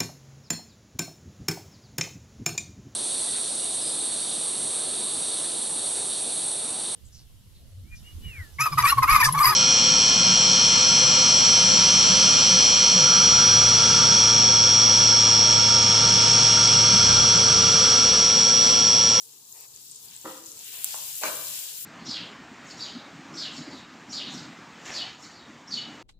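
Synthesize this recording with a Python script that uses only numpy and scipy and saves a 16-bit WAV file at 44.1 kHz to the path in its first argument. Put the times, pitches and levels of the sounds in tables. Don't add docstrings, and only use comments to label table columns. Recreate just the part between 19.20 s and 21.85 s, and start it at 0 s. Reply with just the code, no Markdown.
import sys
import numpy as np
from scipy import signal
from scipy.fft import rfft, irfft, next_fast_len
from scipy.io import wavfile
from scipy.ndimage import uniform_filter1d, map_coordinates

SR = 44100
rng = np.random.default_rng(int(sys.argv[2]) if len(sys.argv) > 2 else 0)


def master_out(mix):
    frames = np.transpose(np.atleast_2d(mix))
    ceiling = np.clip(frames, -1, 1)
    pcm = np.round(ceiling * 32767).astype(np.int16)
    wavfile.write(sys.argv[1], SR, pcm)


N = 116865
SECONDS = np.arange(N) / SR
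LAG_S = 0.00024


def amp(db):
    return 10 ** (np.asarray(db) / 20)


def unit(x):
    return x / np.sqrt(np.mean(x ** 2) + 1e-20)


def along(points, hz):
    f, v = np.transpose(points)
    return np.interp(np.log(hz + 1), np.log(f + 1), v, left=v[0], right=v[-1])


def filtered(x, response):
    m = next_fast_len(N + SR)
    return irfft(rfft(x, m) * response(np.fft.rfftfreq(m, 1 / SR)), m)[..., :N]


def wobble(knots_per_s):
    knots = rng.standard_normal(int(N * knots_per_s / SR) + 4)
    return map_coordinates(knots, [np.arange(N) * knots_per_s / SR])


def paired(pair, alike):
    def mid_and_side(hz):
        turn = np.arccos(np.clip(along(alike, hz), -1, 1)) / 2
        return np.array([np.cos(turn), np.sin(turn)])

    mid, side = filtered(pair, mid_and_side)
    return np.array([mid + side, mid - side])


def rush(spectrum, patchy_db, size=(7, 8)):
    z = signal.stft(rng.standard_normal((2, N)), nperseg=512)[2]
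    field = uniform_filter1d(rng.standard_normal(z.shape[1:]), size=size[0], axis=0)
    field = uniform_filter1d(field, size=size[1], axis=1)
    pair = signal.istft(z * amp(patchy_db * unit(field)), nperseg=512)[1][:, :N]
    return unit(filtered(pair, lambda hz: amp(along(spectrum, hz))))


def bubbles(s, db, hz, pan_db, lag_s, cycles):
    out, k = np.zeros((2, N + 400)), np.arange(128)
    for side, sign in enumerate((1, -1)):
        start = (s + sign * lag_s / 2) * SR
        turns = np.maximum((k - start[:, None] % 1) * hz[:, None] / SR, 0)
        u = turns * np.e / cycles
        peak = amp(db + sign * pan_db / 2)[:, None]
        wave = peak * u * np.exp(1 - u) * np.sin(2 * np.pi * turns)
        places = np.clip(start, 0, N).astype(int)[:, None] + k
        out[side] = np.bincount(places.ravel(), wave.ravel(), N + 400)
    return out[:, :N]


# frequency in Hz, reverberation time (60 dB fall) in s.
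ROOM_DECAY = [(150, 0.56), (400, 0.83), (1000, 0.62), (3000, 0.79), (10000, 0.33)]
# frequency in Hz, left-right likeness (1 is identical).
ROOM_LIKENESS = [(100, 0.99), (300, 1), (600, 0.57), (1200, 0.056), (9000, 0.038)]


def kitchen(x):
    hz, t, z = signal.stft(rng.standard_normal((2, SR)), SR, nperseg=256)
    fall = amp(-60 * t / along(ROOM_DECAY, hz)[:, None])
    tail = signal.istft(z * fall, SR, nperseg=256)[1]
    delayed = np.pad(np.atleast_2d(x), ((0, 0), (130, 0)))
    wet = signal.fftconvolve(delayed, tail / np.linalg.norm(tail[0]), axes=1)
    return paired(wet[:, :N], ROOM_LIKENESS)


# time in s, then the level in dB, before the port balance, of the
FRY_LEVELS = [(0, -49.5, -46, -69), (.1, -53, -53.5, -66.5), (.25, -53.5, -54.5, -69),
              (.34, -52, -47.5, -73), (.42, -48.5, -52, -65), (.49, -53.5, -52, -71),
              (.57, -51, -54, -63.5), (.64, -49, -48.5, -65.5), (.77, -48, -57.5, -66.5),
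              (.84, -52.5, -46.5, -64.5), (.92, -51, -51.5, -54), (1.02, -50, -49, -61),
              (1.1, -48, -46.5, -51), (1.22, -50.5, -51, -60.5), (1.28, -46.5, -48, -63),
              (1.35, -47.5, -49.5, -63), (1.46, -47, -43, -50), (1.6, -47.5, -38.5, -48),
              (1.7, -39, -37.5, -47), (1.85, -40.5, -38, -50), (2, -43, -36, -49.5),
              (2.08, -39, -34.5, -45.5), (2.18, -42.5, -36, -50), (2.36, -39.5, -36, -47),
              (2.52, -42.5, -41, -51), (2.65, -47, -35, -54)]
# frequency in Hz, relative level in dB.
HISS_SPECTRUM = [(600, -48), (1500, -17), (2100, -16), (2700, -8), (4000, -3), (5800, -2), (8500, -3),
                 (11000, -6.5), (14000, -3), (15400, -5.5)]
# frequency in Hz, left over right in dB.
PORT_BALANCE = [(300, -5), (1000, 3), (3000, 2), (8000, 3.5), (14000, 7)]
LOW_SPLIT_HZ, SPLIT_HZ = 3600, 9000
HISS_DB, CRACKLE_DB, PATCHY_DB = -1, -6.5, 1
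FLUTTER_DB, FLUTTER_PER_S = .7, 45
BUBBLES_PER_S, SIZE_DB, RAREST = 2000, 3.8, .02
BUBBLE_HZ, BUBBLE_SPREAD, BUBBLE_CYCLES = 9500, .3, 4
LAG_SPREAD_S, SIDE_SPREAD_DB = .0001, -0.5
BRIGHT_HZ, BRIGHT_WIDTH_HZ, BRIGHT_DB = 7310, 470, 5


def crackling():
    draw = rng.random((int(BUBBLES_PER_S * N / SR), 2))
    odd = rng.standard_normal((len(draw), 3))
    start_s = draw[:, 0] * N / SR
    level_db = -SIZE_DB * np.log(draw[:, 1] + RAREST)
    hz = np.clip(BUBBLE_HZ * np.exp(BUBBLE_SPREAD * odd[:, 0]), 5000, 16000)
    pan_db = SIDE_SPREAD_DB * odd[:, 1]
    lag_s = LAG_S + LAG_SPREAD_S * odd[:, 2]
    return bubbles(start_s, level_db, hz, pan_db, lag_s, BUBBLE_CYCLES)


def frying():
    flutter_db = FLUTTER_DB * wobble(FLUTTER_PER_S)
    hiss = amp(HISS_DB + flutter_db) * rush(HISS_SPECTRUM, PATCHY_DB)
    mix = hiss + amp(CRACKLE_DB) * unit(crackling())
    mix = filtered(mix, lambda hz: amp(BRIGHT_DB * np.exp(-.5 * ((hz - BRIGHT_HZ) / BRIGHT_WIDTH_HZ) ** 2)))

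    def over(hz, edge):
        return 1 / (1 + (edge / (hz + 1)) ** 8)

    bands = [lambda hz: over(hz, LOW_SPLIT_HZ) - over(hz, SPLIT_HZ),
             lambda hz: over(hz, SPLIT_HZ),
             lambda hz: 1 - over(hz, LOW_SPLIT_HZ)]
    s, *levels_db = np.transpose(FRY_LEVELS)
    both = np.zeros((2, N))
    for db, band in zip(levels_db, bands):
        both += amp(np.interp(SECONDS, s, db)) * unit(filtered(mix, band))
    return filtered(both, lambda hz: amp(np.outer([.5, -.5], along(PORT_BALANCE, hz))))


# frequency in Hz, relative level in dB.
HUM_SPECTRUM = [(15, -55), (25, -26), (69, -9), (142, 2.5), (172, -5), (350, -8.5), (450, -3), (601, -17),
                (918, -5.5), (2020, -24.5), (2500, -51), (3250, -66), (5000, -84)]
# time in s, level in dB.
HUM_COURSE = [(0, -68), (.3, -66), (.5, -64.5), (.68, -68), (.88, -63), (1.1, -65.5), (1.45, -65),
              (1.7, -66), (1.85, -63), (1.97, -66.5), (2.15, -58.5), (2.45, -67.5), (2.65, -63)]
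HUM_PATCHY_DB = 2.5


def hum():
    murmur = rush(HUM_SPECTRUM, HUM_PATCHY_DB, size=(2, 22))
    level = amp(np.interp(SECONDS, *np.transpose(HUM_COURSE)))
    return level * paired(murmur, ROOM_LIKENESS)


# time in s (the wave starts POP_DELAY_S later), envelope peak in dB
# midway between the ports, pitch in Hz, left over right in dB.
POP_EVENTS = [(.3245, -29, 6900, 6), (.408, -29, 13400, 8), (.5608, -32, 6450, 8), (.7128, -29, 8800, 9),
              (.7205, -35, 7600, 8), (.758, -33, 7000, 8), (.7617, -33, 9500, 6), (.857, -37, 7860, 6),
              (.884, -37, 4900, 5), (.9103, -35, 6520, 6), (.949, -36, 7750, 6), (.9634, -29, 7680, 10),
              (1.013, -32, 7250, 7), (1.118, -33, 7260, 5), (1.177, -33, 7100, 6), (1.2597, -30, 6900, 7),
              (1.265, -33, 6500, 6), (1.317, -29, 6700, 5), (1.377, -32, 7600, 4), (1.391, -32, 6700, 5),
              (1.4433, -32, 7700, 4), (1.528, -31, 7500, 5), (1.5715, -30, 7050, 4), (1.954, -26, 7480, 5),
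              (2.0115, -27, 7200, 7), (2.152, -27, 7450, 5), (2.168, -26, 7340, 4), (2.269, -27, 7200, 5),
              (2.39, -25, 7450, 7)]
POP_DELAY_S, POP_CYCLES = 0.000883, 6


def pops():
    s, db, hz, pan_db = np.transpose(POP_EVENTS)
    return bubbles(s + POP_DELAY_S, db, hz, pan_db, np.full(len(s), LAG_S), POP_CYCLES)


# start in s, length in s, level in dB at full swell.
# The one at 2.008 s is a soft noise swell around the knock's onset.
SWELL_EVENTS = [(0.33, 0.15, -60), (0.558, 0.041, -63), (0.888, 0.057, -89), (1.314, 0.13, -64.5),
                (1.517, 0.25, -58.5), (2.008, 0.094, -36.5), (2.19, 0.093, -60), (2.276, 0.313, -63)]
# frequency in Hz, relative level in dB.
SWELL_SPECTRUM = [(100, -59), (250, -16), (500, -3), (950, 4.5), (1400, -10.5), (1900, -3.5), (2600, 1.5),
                  (5000, -62)]
SWELL_PATCHY_DB, SWELL_RAMP_S = 2, 0.026


def noise_swells():
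    swell = np.zeros(N)
    for s, length, db in SWELL_EVENTS:
        to_nearest_end = np.minimum(SECONDS - s, s + length - SECONDS)
        swell += amp(db) * np.clip(to_nearest_end / SWELL_RAMP_S, 0, 1)
    return swell * paired(rush(SWELL_SPECTRUM, SWELL_PATCHY_DB, size=(2, 14)), ROOM_LIKENESS)


BROAD_DB, WIDEN, THIN_HZ = -9.5, 0.59, 172
DIRECT_DB, PAN_LAG_S = -3, .0001


def blows(events, body, wet_db):
    push = np.zeros(N)
    for s, db, soft_hz in events:
        blow = np.zeros(N)
        blow[round(s * SR)] = amp(db)
        push += filtered(blow, lambda f: SR / soft_hz / (1 + 1j * f / soft_hz) ** 3)

    def ring(f):
        total = amp(BROAD_DB)
        for k, (centre, width, db) in enumerate(body):
            damping = 1j * f * width * WIDEN
            total = total + (-1) ** k * amp(db) * damping / (centre * centre - f * f + damping)
        return (1j * f / (THIN_HZ + 1j * f)) ** 2 * total

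    dry = filtered(push, ring)
    lagged = filtered(dry, lambda f: np.exp(-1j * np.pi * PAN_LAG_S * np.outer([1, -1], f)))
    return amp(DIRECT_DB) * lagged + amp(wet_db) * kitchen(dry)


# time in s, relative strength in dB, softness low-pass in Hz.
THUMP_BLOWS = [(1.045, -29.5, 470), (1.0535, -25.5, 2140), (1.0585, -21, 1720), (1.077, -32.5, 2000)]
# centre in Hz, width in Hz before WIDEN, relative level in dB.
THUMP_MODES = [(202, 30, 0), (294.5, 10.6, 13), (331, 17, 11), (452, 23, 6), (521, 18.5, 12),
               (700, 110, 1.5), (947, 270, 3), (1303, 110, 13), (1910, 110, 5.5)]


def thumps():
    return blows(THUMP_BLOWS, THUMP_MODES, wet_db=-3)


# time in s, relative strength in dB midway between the ports.
SPIT_EVENTS = [(1.6386, -19), (1.6447, 6)]
# frequency in Hz, relative level in dB.
SPIT_SPECTRUM = [(200, -44), (1000, -26), (2500, -23), (5500, -17), (7500, -3), (12000, 0), (16000, -3)]
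SPIT_T60, SPIT_FRAY_DB = .0015, -8
SPLASH_T60, SPLASH_DB = .014, -21
SPIT_LEFT_DB = 5


def spits():
    spit, t = np.zeros((2, N)), np.arange(1500) / SR
    decay = amp(SPIT_FRAY_DB - 60 * t / SPIT_T60) + amp(SPLASH_DB - 60 * t / SPLASH_T60)
    for s, db in SPIT_EVENTS:
        burst = decay * rng.standard_normal((2, len(t)))
        burst[:, 0] = -1
        for side, sign in enumerate((1, -1)):
            start = round((s + sign * LAG_S / 2) * SR)
            spit[side, start:][:len(t)] += amp(db + SPIT_LEFT_DB / 2 * sign) * burst[side]
    return filtered(spit, lambda hz: amp(along(SPIT_SPECTRUM, hz)))


# time in s, relative strength in dB, softness low-pass in Hz.
TAP_BLOWS = [(1.7425, -28.5, 2140)]
# centre in Hz, width in Hz before WIDEN, relative level in dB.
TAP_MODES = [(472, 27, 2.5), (587, 200, 5), (874, 200, 11), (1070, 84, 14), (1400, 360, 3)]


def taps():
    return blows(TAP_BLOWS, TAP_MODES, wet_db=-4)


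# time in s, relative strength in dB, softness low-pass in Hz.
KNOCK_BLOWS = [(2.0355, -10, 6000), (2.042, -23, 9000), (2.055, -20, 2500), (2.0715, -28, 9000)]
# centre in Hz, width in Hz before WIDEN, relative level in dB.
KNOCK_MODES = [(184, 28, -1), (300, 60, 2.5), (556, 165, 6.5), (645, 61, 12.5), (1026, 215, 7),
               (1192, 64, 14), (1517, 340, 6.5), (2333, 20, 14.5), (2780, 26, 8), (4030, 210, 8),
               (4780, 1100, 3.5), (6440, 350, 15.5)]


def knocks():
    return blows(KNOCK_BLOWS, KNOCK_MODES, wet_db=-2)


FRY_WET_DB = -13


def scene():
    near = pops() + spits()
    pan = thumps() + taps() + knocks()
    return frying() + hum() + near + amp(FRY_WET_DB) * kitchen(near) + noise_swells() + pan


TOP_HZ = 15560


def record(dry):
    return filtered(dry, lambda hz: hz < TOP_HZ)


dry = scene()
out = record(dry)
master_out(out)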